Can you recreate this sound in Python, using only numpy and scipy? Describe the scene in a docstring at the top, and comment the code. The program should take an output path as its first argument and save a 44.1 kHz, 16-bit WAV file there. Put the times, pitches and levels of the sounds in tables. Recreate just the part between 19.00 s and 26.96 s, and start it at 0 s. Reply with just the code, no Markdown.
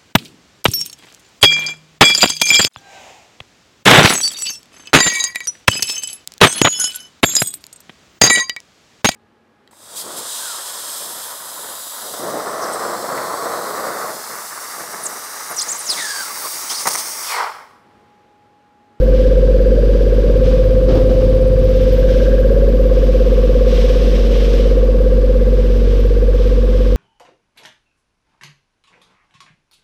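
"""Air compressor in a workshop

A belt-driven piston compressor runs while someone carries a spray gun across a cluttered room, heard by a
moving microphone. The motor and pump are sums of steady tones, with low rumble noise. Once a crank turn
the intake valve flutters (a tone with an arching pitch) and the outlet valve rasps (ringing noise). Air
hisses throughout. The gun leaves a tool cart with dull knocks, and its hose swishes (shaped noise)."""
import sys
import numpy as np
from scipy import signal
from scipy.fft import rfft, irfft, next_fast_len
from scipy.io import wavfile
from scipy.ndimage import uniform_filter1d, minimum_filter1d

SR = 44100
rng = np.random.default_rng(int(sys.argv[2]) if len(sys.argv) > 2 else 0)


def file_out(sig):
    """Save sig as 16-bit WAV at sys.argv[1]."""
    # one column per channel
    cols = np.atleast_2d(sig).T
    # limit, then scale
    lim = np.clip(cols, -1, 1)
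    pcm = np.round(lim * 32767).astype(np.int16)
    wavfile.write(sys.argv[1], SR, pcm)


N = 351036
T = np.arange(N) / SR  # time of every sample, in seconds

MOTOR_HZ = 46.57  # turns of the motor shaft per second
# speed of the crank: time_s, speed_turns_per_s
CRANK_SPEED = [(0, 17.2), (.6, 17.21), (1.5, 17.245), (3.5, 17.2), (5.5, 17.22), (7.96, 17.21)]


def amp(db):
    """Turns decibels into a gain."""
    return 10 ** (np.asarray(db) / 20)


def unit(x):
    """Scales a signal to an average (rms) level of 1."""
    return x / np.sqrt(np.mean(x ** 2) + 1e-20)


def curve(rows):
    """Joins the (time_s, value) points of a table by straight lines, at every sample."""
    rows = np.array(rows)
    return np.interp(T, rows[:, 0], rows[:, 1])


def bell(centre_s, width_s):
    """Rises smoothly to 1 and falls again around a moment."""
    return np.exp(-.5 * ((T - centre_s) / width_s) ** 2)


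def drift(rate):
    """Random wavering of rms 1: the sum of 20 sines with speeds drawn from 0 to rate, in Hz."""
    t = T[::256]  # coarse time steps, joined by straight lines below
    wavering = sum(np.sin(2 * np.pi * (rate * f * t + rng.random())) for f in rng.random(20))
    return np.interp(T, t, unit(wavering))


def shaped(x, gain):
    """Filters x by a gain that is a function of frequency."""
    size = next_fast_len(N + 8192)  # spare room for the filter's tail
    hz = np.fft.rfftfreq(size, 1 / SR) + 1  # the 1 keeps the logarithm of frequency finite
    return irfft(rfft(x, size) * gain(hz), size)[:N]


def resonance(x, hz, width_hz):
    """One resonance, with a gain of 1 at its peak."""
    return shaped(x, lambda f: 1 / (1 + 2j * (f - hz) / width_hz))


def noise(colour):
    """Noise of rms 1 whose spectrum follows a table of (frequency_hz, relative_level_db)."""
    hz, db = np.transpose(colour)
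    return unit(shaped(rng.standard_normal(N), lambda f: amp(np.interp(np.log(f), np.log(hz), db))))


def line(turns, wander):
    """A tone whose height and phase wander as the microphone crosses the room's standing waves."""
    path = (1 + wander * (drift(1.195) + 1j * drift(1.26))) / np.sqrt(1 + 2 * wander ** 2)
    return np.sqrt(2) * (path * np.exp(2j * np.pi * (turns + rng.random()))).real


def blows(rows):
    """Loudness of blows that rise quickly and die away: (start_s, level_db, rise_s, fall_by_60_db_s)."""
    total = 0
    for start, db, rise, t60 in rows:
        decay_db = 60 * np.maximum(T - start - rise, 0) / t60
        total = total + amp(db - decay_db) * np.clip((T - start) / rise, 0, 1)
    return total


def crank():
    """Turns made by the crank; whole numbers fall in the middle of the suction stroke."""
    return .44 + np.cumsum(curve(CRANK_SPEED)) / SR


def offset(turns, centre):
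    """Distance in turns from the nearest pass of a crank angle."""
    return (turns - centre + .5) % 1 - .5


def opening(turns, centre, span, edge):
    """A valve that is open for a span of each turn, with soft edges (all in turns)."""
    return .5 + .5 * np.tanh((span / 2 - abs(offset(turns, centre))) / edge)


def hose():
    """Each drag of the hose over the floor is a bright swish that swells, holds and dies away."""
    # pulls on the hose: start_s, length_s, level_db, rise_s
    pulls = [(0.118, 0.086, -41, 0.049), (.75, .63, -46.5, 0.16), (1.42, 0.045, -36, .04),
             (1.88, 0.061, -42, .04), (2.076, .14, -44, 0.027), (2.545, 0.45, -40, 0.23),
             (3.056, 0.17, -37.5, 0.03), (3.9, 0.87, -42, 0.045), (4.593, 0.3, -33, 0.15),
             (4.844, 0.41, -35, 0.038), (5.29, 0.32, -34.5, 0.024), (6.48, 0.36, -44.5, .1),
             (6.76, 0.19, -40, 0.16), (7.32, 0.21, -41.5, .07), (7.6, 0.52, -42.5, 0.12)]
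    # tone colour of the swish: frequency_hz, relative_level_db
    swish_colour = [(500, -6), (1000, -6), (1900, -4), (2500, -2), (3100, 0), (3700, -2), (4300, -7),
                    (5300, -6), (6000, -10), (7000, -20.5), (9000, -22), (11300, -39.5), (12300, -22),
                    (15000, -32)]
    fall_by_60_db_s = 1
    swells = []
    for start, length, db, rise in pulls:
        decay_db = 60 * np.maximum(T - start - length, 0) / fall_by_60_db_s
        swells.append(np.clip((T - start) / rise, 0, 1) * amp(db - decay_db))
    loudest = np.max(swells, axis=0)
    return loudest * amp(0.98 * drift(30)) * noise(swish_colour)


def handling():
    """Dull knocks and grainy scrapes of noise as the gun and its hose come off the cart."""
    # knocks of the gun on the cart: start_s, level_db, rise_s, fall_by_60_db_s
    knock_rows = [(1.44, -26, .02, .4), (1.88, -12, .012, .33), (1.945, -18, .012, .4),
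                  (2.09, -17.5, .008, .45), (2.2, -25, .015, .45)]
    # the gun scrapes on the tools round it: start_s, level_db, rise_s, fall_by_60_db_s
    scrape_rows = [(1.49, -40, .02, .3), (1.89, -35, .02, .35), (1.945, -33, .015, .3),
                   (2.09, -35, .008, .2), (2.2, -35.5, .008, .17)]
    # tone colours of both: frequency_hz, relative_level_db
    knock_colour = [(60, -4.5), (200, -6), (300, 3), (410, -0.5), (520, -6.5), (680, -13), (850, -24.5),
                    (1250, -27), (1800, -35), (5000, -35), (9000, -68), (15000, -55)]
    scrape_colour = [(400, -14), (650, 1), (900, -0.5), (1250, -8), (1600, -11.5), (2400, -22), (6000, -28),
                     (12000, -44)]
    knocks = blows(knock_rows) * noise(knock_colour)
    grain = amp(2 * drift(150))
    scrapes = blows(scrape_rows) * grain * noise(scrape_colour)
    return knocks + scrapes


def air(turns):
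    """An even hiss of noise, with a thin, very high band of hiss near 12 kHz that pulses with the suction."""
    # tone colours of the hiss and of its high band: frequency_hz, relative_level_db
    hiss_colour = [(400, -9.5), (800, 1.5), (1300, 1.5), (1950, -1.5), (2450, -1.5), (3200, -2),
                   (4200, -5.5), (5300, -8), (6000, -11.5), (7000, -19.5), (8800, -19.5), (10300, -24),
                   (11300, -34.5), (15000, -30)]
    high_hiss_colour = [(9500, -41), (11400, -21), (12100, 4), (12700, -1.5), (13250, -2), (13900, -8.5),
                        (15000, -15)]
    # level of the high band: time_s, level_db
    high_hiss_level = [(0, -60.5), (2.6, -58.5), (3.7, -57), (5.3, -59), (7.96, -60)]
    # strokes on which the high band is louder: start_s, added_level_db, rise_s, fall_by_60_db_s
    brighter_strokes = [(0, -57, .02, .35), (2.91, -56, 0.018, .4)]
    hiss = amp(-41.5 + 0.88 * drift(120)) * noise(hiss_colour)
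    pulse_db = 4 * opening(turns, centre=.05, span=.36, edge=.06) * (1 + .35 * drift(8))
    high_hiss = unit(amp(pulse_db) * noise(high_hiss_colour))
    return hiss + (amp(curve(high_hiss_level)) + blows(brighter_strokes)) * high_hiss


def motor(near_db, corner):
    """The unbalanced shaft drones, with overtones, mains hum and a faint high whine that grows a little close by."""
    # overtones of the shaft: multiple_of_shaft_speed, level_db
    overtone_rows = [(3, -38.5), (4, -39.5), (6, -41), (7, -42.5), (8, -44.5), (9, -45.5), (10, -29.5),
                     (11, -39), (20, -61)]
    # level of the tone at twice the shaft speed: time_s, level_db
    second_level = [(0, -38), (1.1, -38), (1.8, -29), (3, -26), (3.9, -44), (5.3, -40), (6.9, -26.5),
                    (7.96, -29)]
    # level of the mains hum: time_s, level_db
    hum_level = [(0, -47), (.9, -33), (2.7, -33.5), (4.2, -49), (5.5, -47), (7.96, -36.5)]
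    shaft = MOTOR_HZ * T
    drone = amp(-10 - 2 * corner) * line(shaft, wander=.006)
    overtones = sum(amp(db) * line(k * shaft, wander=0.18) for k, db in overtone_rows)
    second = amp(curve(second_level)) * line(2 * shaft, wander=.1)
    fifth = amp(-30 - 8.5 * corner) * line(5 * shaft, wander=.15)
    hum = amp(curve(hum_level)) * line(100 * T, wander=.15)
    # fan whine, with one brief swell
    whine_db = -60 + 1.1 * near_db + 5 * bell(.85, 0.19)
    whine = amp(whine_db) * line(4743 * T + 0.21 * drift(25), wander=0.14)
    return drone + overtones + second + fifth + hum + whine


def thin_tones(turns, near_db):
    """Just above the throb, a pump tone is heard close by; a motor tone takes over in the middle of the room."""
    of_pump = line(37 * turns, wander=.1)
    of_motor = line(15 * MOTOR_HZ * T, wander=.1)
    motor_db = -42 - 11 * (1 - bell(4.7, 0.99))
    return amp(-48.5 + 3.3 * near_db) * of_pump + amp(motor_db) * of_motor


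def pump(turns, near_db):
    """Pump and tank shake at multiples of the crank speed and rumble, more strongly close by."""
    # shaking at middle distance (near_db = 0): multiple_of_crank_speed, level_db
    shaking = [(2, -34.5), (3, -46.5), (4, -37.5), (6, -33), (7, -36.5), (8, -39.5), (9, -35.5), (11, -36),
               (13, -38), (14, -41.5), (15, -39), (16, -42), (17, -44.5), (18, -42.5), (19, -41.5),
               (21, -39), (22, -49.5), (23, -46), (24, -35), (26, -36.5), (29, -29.5), (32, -29), (54, -63)]
    # tone colour of the rumble: frequency_hz, relative_level_db
    rumble_colour = [(10, -13), (40, 2.5), (100, -6), (170, -1), (270, -1), (370, -10), (480, -4),
                     (560, -7.5), (640, -11), (760, -27), (1100, -34), (3000, -58)]
    tones = 0
    for k, db in shaking:
        # the lowest tones gain most from closeness
        closeness = 1.24 + 2.0 * np.exp(-(k / 10) ** 2)
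        tones = tones + amp(db + near_db * closeness) * line(k * turns, wander=0.15)
    return tones + amp(-26.0 + 0.23 * near_db) * noise(rumble_colour)


def rasp(turns, hz, width_hz, centre, span, rough):
    """A valve's chatter, partly the same on every turn and partly rushing air, rings one resonance."""
    grid = np.linspace(0, 1, 1024)
    repeated = unit(np.interp(turns % 1, grid, rng.standard_normal(len(grid))))
    gate = .28 + opening(turns, centre, span, edge=.04)  # some sound leaks through when shut

    def ring(x):
        return unit(shaped(x * gate, lambda f: 1 / (1 + 2j * (f - hz) / width_hz) ** 2))

    # rough is the share of rushing air, from 0 to 1
    return np.sqrt(1 - rough) * ring(repeated) + np.sqrt(rough) * ring(rng.standard_normal(N))


def outlet(turns, corner):
    """At the top of each compression the outlet valve rasps and the head rings; the valve plate rings as it seats."""
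    # level of the cylinder head's ring: time_s, level_db
    head_level = [(0, -48), (.6, -56), (1.5, -46.5), (3, -50.5), (4.5, -43.5), (5.7, -46), (6.6, -50.5),
                  (7.96, -44)]
    valve = rasp(turns, hz=1615, width_hz=190, centre=.67, span=.28, rough=.06)
    head = rasp(turns, hz=1133, width_hz=132, centre=.72, span=0.76, rough=0.13)
    plate = rasp(turns, hz=8890, width_hz=83, centre=.02, span=.35, rough=.3)
    # weakest in the middle of the room; flares as the microphone swings past the cylinder head
    flare_db = 9 * bell(3.26, 0.2)
    valve_db = -49.5 + 4.5 * (1 - bell(5.9, 2.2)) - 4 * corner + flare_db
    return amp(valve_db) * valve + amp(curve(head_level)) * head + amp(-72.5 + 9.5 * corner) * plate


def hoots(turns):
    """Now and then the throb hoots a little higher for a stroke or two: short tones that pulse with the suction."""
    # hoots, before the suction pulse scales them: time_s, pitch_hz, level_db
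    hoot_rows = [(.785, 582, -20.5), (1.285, 586, -20), (3.735, 550, -19)]
    tones = 0
    for centre_s, hz, db in hoot_rows:
        tones = tones + amp(db) * bell(centre_s, 0.02) * np.sin(2 * np.pi * (hz * T + rng.random()))
    return tones * (0.7 + 0.75 * opening(turns, centre=0, span=0.41, edge=0.06))


def muffler(x, corner_hz, order):
    """The intake filter housing passes little above its resonance and rings on briefly."""
    return signal.sosfilt(signal.butter(order, corner_hz, fs=SR, output="sos"), x)


def reed(turns, near_db):
    """The intake reed flutters in an arch of pitch that follows the piston's speed; a weaker rebound comes after."""
    # pitch at the top of the arch, in mid-stroke: time_s, pitch_hz
    arch_top = [(0, 544), (1.3, 529.6), (3.1, 553), (4.4, 531), (6.2, 533.3), (6.9, 512), (7.96, 518)]
    stroke_turns, edge_turns, lead_turns = .42, .028, .055
    sag_hz = 121  # fall in pitch from mid-stroke to either end
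    angle, speed = turns + lead_turns, curve(CRANK_SPEED)
    into, after = offset(angle, 0), offset(angle, .6)

    # a third of the sag, because adding up the arching pitch gives the cycles
    sag = sag_hz * (2 * into / stroke_turns) ** 2
    cycles = (curve(arch_top) - sag / 3) * into / speed
    tone = np.cos(2 * np.pi * (cycles + 0.026 * drift(16)))
    stroke = opening(angle, 0, stroke_turns, edge_turns) * amp(-3 * into) * tone

    rebound_tone = np.cos(2 * np.pi * (497 * after / speed + .1 * drift(1.5)))
    rebound = opening(angle, centre=.6, span=.2, edge=.04) * rebound_tone
    # the rebound stands out more from afar
    both = stroke + amp(-8 - near_db) * rebound
    return muffler(both * amp(.4 * drift(8.9)), corner_hz=623.3, order=12)


def intake(turns, near_db):
    """The flutter as the room passes it on: drawn out by a resonance, at times split in two by a cancellation."""
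    # strength of the room resonance against the direct flutter: time_s, level_db
    boom_level = [(0, -1), (1.1, -8), (1.7, 17), (2.8, 21), (3.3, -6), (4, -14), (7.96, -20)]
    # spells when the arch top cancels and each throb splits in two: start_s, length_s, level_change_db, fade_s
    split_rows = [(0.771, 0.61, -2, 0.017), (3.49, 0.25, -0.5, 0.0089), (5.035, 0.56, -5, 0.12),
                  (6.702, 0.48, -2.5, 0.12)]
    split, split_db = 0, 0
    for start, length, db, fade in split_rows:
        spell = .5 + .5 * np.tanh((length / 2 - abs(T - start - length / 2)) / fade)
        split = split + spell
        split_db = split_db + spell * db
    flutter = reed(turns, near_db)
    # this resonance carries the flutter between strokes
    flutter = flutter + amp(curve(boom_level)) * resonance(flutter, hz=516.5, width_hz=14)
    flutter = flutter - .9 * split * resonance(flutter, hz=512, width_hz=50)
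    # evens out the power over one turn, then sets the level
    power = uniform_filter1d(flutter ** 2, size=round(SR / curve(CRANK_SPEED).mean()))
    return amp(-18 + 1.02 * near_db + split_db) * flutter / np.sqrt(abs(power) + 1e-6)


def scene():
    """Adds up all sources at one moving microphone."""
    # closeness of the microphone to the machine along the walk: time_s, closeness_db
    nearness = [(0, 2), (.8, 0.9), (2.2, 2.5), (3.2, 1.6), (4.6, -0.4), (5.8, -0.16), (6.9, -3), (7.96, -4)]
    turns, near_db = crank(), curve(nearness)
    # in the corner by the cart, standing waves favour some tones and cancel others
    corner = bell(centre_s=2.25, width_s=.6)
    body = motor(near_db, corner) + pump(turns, near_db) + thin_tones(turns, near_db)
    valves = intake(turns, near_db) + hoots(turns) + outlet(turns, corner)
    return (body + valves + air(turns) + hose() + handling())[None]


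def record(dry):
    """A fast limiter holds the peaks down; then a low-pass filter sets the recorder's band limit."""
    ceiling, window_samples, edge_hz = .92, 601, 15250
    room_left = np.minimum(1, ceiling / (abs(dry) + 1e-9))
    lowest = minimum_filter1d(room_left, size=window_samples)
    gain = uniform_filter1d(lowest, size=window_samples)
    low_pass = signal.firwin(511, edge_hz, window=("kaiser", 9), fs=SR)
    return signal.oaconvolve(dry * gain, low_pass[None], "same")


dry = scene()
out = record(dry)
file_out(out)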